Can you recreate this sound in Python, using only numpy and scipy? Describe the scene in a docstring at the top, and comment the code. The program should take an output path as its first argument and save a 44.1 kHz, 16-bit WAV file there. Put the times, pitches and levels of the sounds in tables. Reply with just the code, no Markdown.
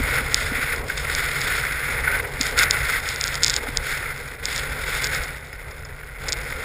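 """Snowstorm in an open field.

A turbulent stream blows straight at a microphone in a small housing. Eddies rumble on its
port, the air roars past, and gusts of drifting snow excite the resonances of the housing,
which rush and fizz. Now and then a hard ice grain strikes the microphone with a tick."""
import sys
import numpy as np
from scipy import signal
from scipy.fft import rfft, irfft
from scipy.io import wavfile

SR = 44100
rng = np.random.default_rng(int(sys.argv[2]) if len(sys.argv) > 2 else 0)


def to_wav(s):
    """Save 16-bit WAV."""
    ch = np.atleast_2d(s).T  # columns
    pcm = np.round(np.clip(ch, -1, 1) * 32767)  # PCM
    wavfile.write(sys.argv[1], SR, pcm.astype(np.int16))


N = 292824
TIME = np.arange(N) / SR
HZ = np.fft.rfftfreq(N, 1 / SR)


def gain_of(db):
    """The decibel scale: 20 dB is a factor of ten in amplitude."""
    return 10 ** (np.asarray(db) / 20)


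def unit_rms(x):
    """Normalisation to a mean power of 1."""
    return x / np.sqrt(np.mean(x ** 2) + 1e-20)


def swell(centre_s, length_s):
    """A Gaussian envelope, length_s wide at 1/e of its peak."""
    return np.exp(-np.minimum((2 * (TIME - centre_s) / length_s) ** 2, 20))


def spectrum(points):
    """A magnitude response, interpolated in decibels over log frequency."""
    hz, db = np.transpose(points)
    return gain_of(np.interp(np.log(HZ + 1), np.log(hz), db))


def resonances(modes):
    """The magnitude response of steep-sided resonances whose powers add."""
    powers = (gain_of(db) ** 2 / (1 + ((HZ - hz) / width) ** 2) ** np.pi for hz, width, db in modes)
    return np.sqrt(sum(powers))


def colour(x, gain):
    """Minimum-phase filtering is causal, so resonances ring after each impact; the result has rms 1."""
    log_gain = np.log(np.maximum(gain, 1e-5))
    phase = -signal.hilbert(np.r_[log_gain, log_gain[-2:0:-1]]).imag[:len(HZ)]
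    return unit_rms(irfft(rfft(x) * np.exp(log_gain + 1j * phase), N))


def noise(gain):
    """Spectral shaping of white noise, at rms 1."""
    return colour(rng.standard_normal(N), gain)


def flutter(rate_hz):
    """Random modulation: band-limited noise that wavers up to about rate_hz."""
    return noise(HZ / (HZ + 8) / (1 + (HZ / rate_hz) ** 2))


def grains(per_s, spread_db):
    """Shot noise: independent impacts, many small and a few large."""
    size = gain_of(spread_db * np.minimum(rng.exponential(1, N), 4.5))
    return unit_rms(size * rng.choice([-1, 1], N) * (rng.random(N) < per_s / SR))


def pelting(level_db, per_s, spread_db, crowding):
    """Rate-modulated shot noise: impacts come thicker as the level rises, at constant mean power."""
    rate = np.minimum(per_s * gain_of(crowding * (level_db - np.median(level_db))), SR)
    return grains(rate, spread_db) / np.sqrt(rate / per_s)


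def hiss(level_db=-64):
    """White noise lays a faint, even floor under the lulls."""
    return gain_of(level_db) * rng.standard_normal(N)


# Low response of the housing to flakes and powder: frequency_hz, gain_db
RUSH_SPECTRUM = [(600, -21.5), (1000, -17), (1250, -9), (1430, 0), (1540, -1), (1700, -6), (1900, -2),
                 (2110, 1), (2350, -6), (2600, -13), (2950, -22), (4000, -29), (6000, -48.5)]
# High resonances of the housing under the same impacts: centre_hz, width_hz, gain_db
FIZZ_MODES = [(9500, 410, -9), (9920, 330, 2.5), (10500, 235, -1.5), (11130, 570, -19), (12750, 450, -24),
              (13460, 260, -2.5), (14150, 340, -1), (15000, 740, -13.5)]

def flake_taps(level_db=-51, per_s=25, fizz_db=-10):
    """Impulse response: single flakes ring the housing, and stand out when the masking wind drops."""
    hits = grains(per_s, spread_db=0.5)
    rush = colour(hits, spectrum(RUSH_SPECTRUM))
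    fizz = gain_of(fizz_db) * colour(hits, resonances(FIZZ_MODES))
    return gain_of(level_db) * (rush + fizz)


# Grains that skid along the housing: centre_s, highest_rms_db
SKIDS = [(5.535, -41), (5.715, -44), (5.794, -48), (5.852, -37.5)]
# Resonances of their thin squeak: centre_hz, width_hz, gain_db
SKID_MODES = [(5150, 330, 1), (6900, 450, -3)]

def skids(length_s=0.0076):
    """Friction noise: short scrapes excite two high resonances."""
    envelope = sum(gain_of(db) * swell(centre_s, length_s) for centre_s, db in SKIDS)
    return envelope * noise(resonances(SKID_MODES))


# Strength of the wind: time_s, level_db
WIND = [(0, 2.5), (0.78, 0.57), (0.85, -5.7), (1.03, 2.5), (1.72, -1), (2.27, -2.5), (2.65, 2.5),
        (3.2, -0.5), (3.97, -1.45), (4.34, -4.5), (4.38, -9), (4.49, 0.34), (5.18, 3), (5.45, -9),
        (6.15, -11), (6.26, -0.7), (6.64, -1.5)]

def wind_strength():
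    """Unsteady flow, in dB: the wind blows hard, dips twice, sinks into a long lull and picks up."""
    time_s, level_db = np.transpose(WIND)
    return np.interp(TIME, time_s, level_db)


# Big eddies that buffet the housing: centre_s, length_s, rumble_lift_db, roar_lift_db
BUFFETS = [(0.12, 0.3, 5, 4.5), (0.45, 0.22, 3.7, 2.5), (0.83, 0.17, 4.5, 9), (1.01, 0.14, 1.5, -0.5),
           (1.51, 0.28, 2.5, 2.5), (1.944, 0.14, 4, 5), (2.18, 0.33, 5.5, 6.5), (2.59, 0.33, 1, 4),
           (2.86, 0.073, 2.5, -1), (3.09, 0.079, 2, 0.5), (3.42, 0.18, 3, 2.5), (3.617, 0.14, -1, 4.5),
           (3.78, 0.16, 4, 1.5), (4.683, 0.12, 2.8, 0.5), (5.7, 0.11, 0.7, 4.5), (5.88, 0.3, 4, 1.5),
           (6.285, 0.083, 2, 3.5)]

def buffeting():
    """Large-scale turbulence: each passing eddy lifts the rumble and the roar, in dB."""
    return sum(np.outer([rumble_db, roar_db], swell(centre_s, length_s))
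               for centre_s, length_s, rumble_db, roar_db in BUFFETS)


# Pressure spectrum of the eddies: frequency_hz, density_db
RUMBLE_SPECTRUM = [(8, -30), (22, -2.5), (35, -1), (52, 0.5), (75, -3), (100, -9), (118, -10), (140, -2),
                   (158, -11.5), (180, -24), (300, -33), (900, -74)]

def eddy_rumble(wind_db, buffet_db, base_db=-35.0, wind_slope=0.61, lump_db=1.33):
    """Turbulent pressure fluctuations on the port make a low, lumpy rumble."""
    level_db = base_db + wind_slope * wind_db + buffet_db + lump_db * flutter(18)
    return gain_of(level_db) * noise(spectrum(RUMBLE_SPECTRUM))


# Spectrum of the passing air: frequency_hz, density_db
ROAR_SPECTRUM = [(100, -20.5), (190, -15), (255, -4), (335, -11), (400, -2), (460, 1.5), (530, -0.5),
                 (640, -6.5), (850, -6), (1050, -9), (1600, -15.5), (3000, -56), (8000, -64)]

def air_roar(wind_db, buffet_db, swirl, base_db=-40, wind_slope=0.76, swirl_db=0.75):
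    """Flow noise: the stream past the housing makes a dull, hollow roar that grows with the wind."""
    level_db = base_db + wind_slope * wind_db + buffet_db + swirl_db * swirl
    return gain_of(level_db) * noise(spectrum(ROAR_SPECTRUM))


# Sharp eddies: centre_s, peak_db, pitch_hz, length_s
JOLTS = [(.004, -21, 253, 0.015), (0.217, -28, 255, 0.014), (0.522, -22, 252, 0.0094),
         (0.588, -29, 253.5, .014), (.902, -19.5, 1560, 0.0065), (2.079, -11.5, 1480, 0.008),
         (2.143, -24, 1520, 0.057), (2.409, -21.5, 256, 0.01), (3.671, -24, 800, 0.0027),
         (3.689, -28, 255, 0.013)]

def jolts():
    """Transient excitation: a sharp eddy thumps the housing or makes the port hoot in a tone burst."""
    return sum(gain_of(db) * swell(centre_s, length_s) * np.cos(2 * np.pi * (hz * TIME + rng.random()))
               for centre_s, db, hz, length_s in JOLTS)


# Response of the port to a hard grain: frequency_hz, gain_db
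TICK_SPECTRUM = [(500, -24), (1300, -48), (2150, -2), (2900, -14.5), (3550, 1.5), (4250, -2.5), (5100, 6.5),
                 (5550, 2.5), (6000, -9), (6800, 5), (7700, -5.5), (8500, -9), (10500, -27), (16000, -24)]
# Hard ice grains and the chips that trail them: time_s, peak_db, mean_chip_count
ICE_GRAINS = [(0.345, 4, 0), (0.9804, -17, 0), (1.151, -8, 0), (1.4163, -13, 0), (2.412, -3, 3),
              (2.432, -13, 0), (2.4682, -13.5, 0), (2.5904, -1.5, 0), (2.6334, -8, 0), (2.6384, -8.5, 0),
              (2.7101, 2.5, 0), (3.0898, -10, 0), (3.1609, -15, 0), (3.2123, -6, 0), (3.2405, -5, 1),
              (3.2736, -13, 1), (3.3438, -15, 0), (3.3549, -10.5, 2), (3.4343, 1, 0), (3.439, -3, 0),
              (3.4459, 1, 0), (3.464, -6, 2), (3.4818, -5, 0), (3.4983, -3.5, 0), (3.5037, -7, 0),
              (3.5408, -7, 0), (3.5646, -3.5, 1), (3.7727, -1.5, 0), (4.456, -6, 0), (4.562, -11.5, 1),
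              (4.5795, -13, 0), (5.043, -10, 1), (5.045, -9.5, 1), (5.0712, -13, 0), (5.149, -13, 0),
              (5.2366, -19, 0), (6.2847, -13, 0), (6.289, -12, 2), (6.3233, -6.5, 0), (6.33, -6, 0)]

def ice_ticks(smear_s=0.00042, chip_db=-12.5, chip_spread_db=2, chip_lag_s=0.006):
    """Impact and dispersion: the port colours each click and spreads it over about a millisecond."""
    clicks, chips_per_s = np.zeros(N), np.zeros(N)
    for time_s, peak_db, chip_count in ICE_GRAINS:
        at = round(time_s * SR)
        clicks[at] += gain_of(peak_db)
        chips_per_s[at:] += chip_count / chip_lag_s * np.exp(-TIME[:N - at] / chip_lag_s)
    chip_size = gain_of(chip_db + chip_spread_db * rng.standard_normal(N))
    clicks += chip_size * (rng.random(N) < chips_per_s / SR)
    # quadratic phase: the treble arrives slightly ahead of the lower resonances
    port = spectrum(TICK_SPECTRUM) * np.exp(1j * np.pi * smear_s * (HZ - 5500) ** 2 / 4000)
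    return irfft(rfft(clicks) * port, N) / abs(irfft(port, N)).max()


# Flurries that sweep over the housing: start_s, length_s, powder_lift_db, coarse_lift_db
FLURRIES = [(0.01, 0.21, 6, 5), (0.325, 0.19, 3.5, 7), (0.516, 0.25, 6.2, 4), (0.859, 0.08, 5.9, 10.5),
            (0.945, 0.1, 1, 8.5), (1.07, 0.399, 4.8, 6), (1.441, 0.18, 9.3, 11), (1.595, 0.44, 7.5, 4.5),
            (2.017, 0.2, 10.5, 6), (2.385, 0.125, 6.5, 11), (2.554, 0.11, 14, 15.5), (2.63, 0.09, 6, 0),
            (2.71, 0.17, 6, 5), (2.86, 0.15, 8.5, 8.6), (3.017, 0.15, 3.5, 8.5), (3.179, 0.22, 3.7, 6.7),
            (3.404, 0.2, 4, 10.5), (3.83, 0.19, 6, 8.3), (4.001, 0.14, 4.5, 2.5), (4.419, 0.23, 3, 8),
            (4.86, 0.24, 3.3, 6), (5.109, 0.085, 5, 5)]

def flurries(attack_s=0.033, release_s=0.04, front_share=0.89):
    """Amplitude envelopes, in dB: each flurry lifts the snow quickly, builds a little and drops away."""
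    lifts_db = np.zeros((2, N))
    for start_s, length_s, powder_db, coarse_db in FLURRIES:
        age_s = TIME - start_s
        envelope = np.clip(np.minimum(age_s / attack_s, (length_s - age_s) / release_s), 0, 1)
        build = front_share + (1 - front_share) * age_s / length_s
        lifts_db += np.outer([powder_db, coarse_db], envelope * build)
    return lifts_db


def snow_load(wind_db):
    """Wind transport: powder and coarse snow grow with the wind, leap in flurries and waver together."""
    powder_lift_db, coarse_lift_db = flurries()
    waver_db = flutter(9)
    powder_db = -32.0 + 1.03 * wind_db + powder_lift_db + 0.5 * waver_db
    coarse_db = -40.0 + 1.15 * wind_db + coarse_lift_db + waver_db
    return powder_db, coarse_db


# Resonances of the housing under coarse snow: centre_hz, width_hz, gain_db
PATTER_MODES = [(2550, 1550, -5), (3540, 465, 2.5), (4370, 670, -3), (5130, 350, -1.5), (6860, 440, -3.5),
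                (7620, 570, -8), (8440, 510, -4)]

def coarse_snow(coarse_db, swirl, patter_db=-2.5, crackle_db=-10, swirl_db=1.74):
    """Filtered shot noise: larger flakes patter on the housing; thick drift crackles on the port."""
    dense_hits = pelting(coarse_db, per_s=9000, spread_db=3.5, crowding=0.6)
    sparse_hits = pelting(coarse_db, per_s=260, spread_db=3.6, crowding=0.54)
    patter = gain_of(patter_db) * colour(dense_hits, resonances(PATTER_MODES))
    crackle = colour(sparse_hits, spectrum(TICK_SPECTRUM))
    crackle *= gain_of(crackle_db + 0.061 * (coarse_db - np.median(coarse_db)))
    return gain_of(coarse_db + swirl_db * swirl) * (patter + crackle)


# Clumps of powder that hit at once: centre_s, lift_db, length_s
CLUMPS = [(0.18, 4, 0.03), (0.73, 3, 0.025), (0.902, 9, 0.007), (1.52, 3.5, 0.025), (1.981, 5.5, 0.008),
          (2.079, 8, 0.008), (2.2, 10, 0.01), (2.248, 8, 0.018), (2.75, 3.5, 0.025), (3.671, 5, 0.007),
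          (5.29, 4, 0.025), (5.53, 9, 0.005), (5.911, 6, 0.004), (6.033, 10, 0.005), (6.525, 6, 0.005)]

def powder(powder_db, coarse_db, swirl, fizz_db=-12.0, swirl_db=1.3):
    """Modal excitation: fine snow rings the housing's low resonances (rush) and high ones (fizz)."""
    # thin snow in the lulls arrives in more separate puffs
    puffiness = gain_of(0.12 * (np.median(powder_db) - powder_db))
    clump_db = sum(lift_db * swell(centre_s, length_s) for centre_s, lift_db, length_s in CLUMPS)
    level_db = powder_db + swirl_db * puffiness * swirl + clump_db
    impacts = gain_of(level_db) * pelting(powder_db, per_s=9000, spread_db=2.5, crowding=1.1)
    impact_rms = np.sqrt(np.mean(impacts ** 2))
    # the fizz rises a little with the share of coarse snow
    coarse_share_db = coarse_db - powder_db
    fizz_lift_db = 0.096 * (coarse_share_db - coarse_share_db.mean())
    rush = colour(impacts, spectrum(RUSH_SPECTRUM))
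    fizz = gain_of(fizz_db + fizz_lift_db) * colour(impacts, resonances(FIZZ_MODES))
    return impact_rms * (rush + fizz)


def scene():
    """Superposition: one turbulent stream drives air and snow, heard alike in both channels."""
    wind_db = wind_strength()
    swirl = flutter(47)
    rumble_lift_db, roar_lift_db = buffeting()
    powder_db, coarse_db = snow_load(wind_db)
    wind = eddy_rumble(wind_db, rumble_lift_db) + air_roar(wind_db, roar_lift_db, swirl) + jolts()
    snow = powder(powder_db, coarse_db, swirl) + flake_taps() + coarse_snow(coarse_db, swirl)
    mono = wind + snow + ice_ticks() + skids() + hiss()
    return np.array([mono, mono])


def record(dry, notch_hz=5980, width_hz=300, depth_db=3, cutoff_hz=15600):
    """Cancellation in the port weakens a narrow band; the hardest ticks clip; a low-pass follows."""
    notch = gain_of(-depth_db * np.exp(-((HZ - notch_hz) / width_hz) ** 2))
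    heard = irfft(rfft(dry) * notch, N)
    low_pass = signal.firwin(255, cutoff_hz, window=("kaiser", 8), fs=SR)
    return signal.oaconvolve(np.clip(heard, -1, 1), low_pass[None], "same")


dry = scene()
out = record(dry)
to_wav(out)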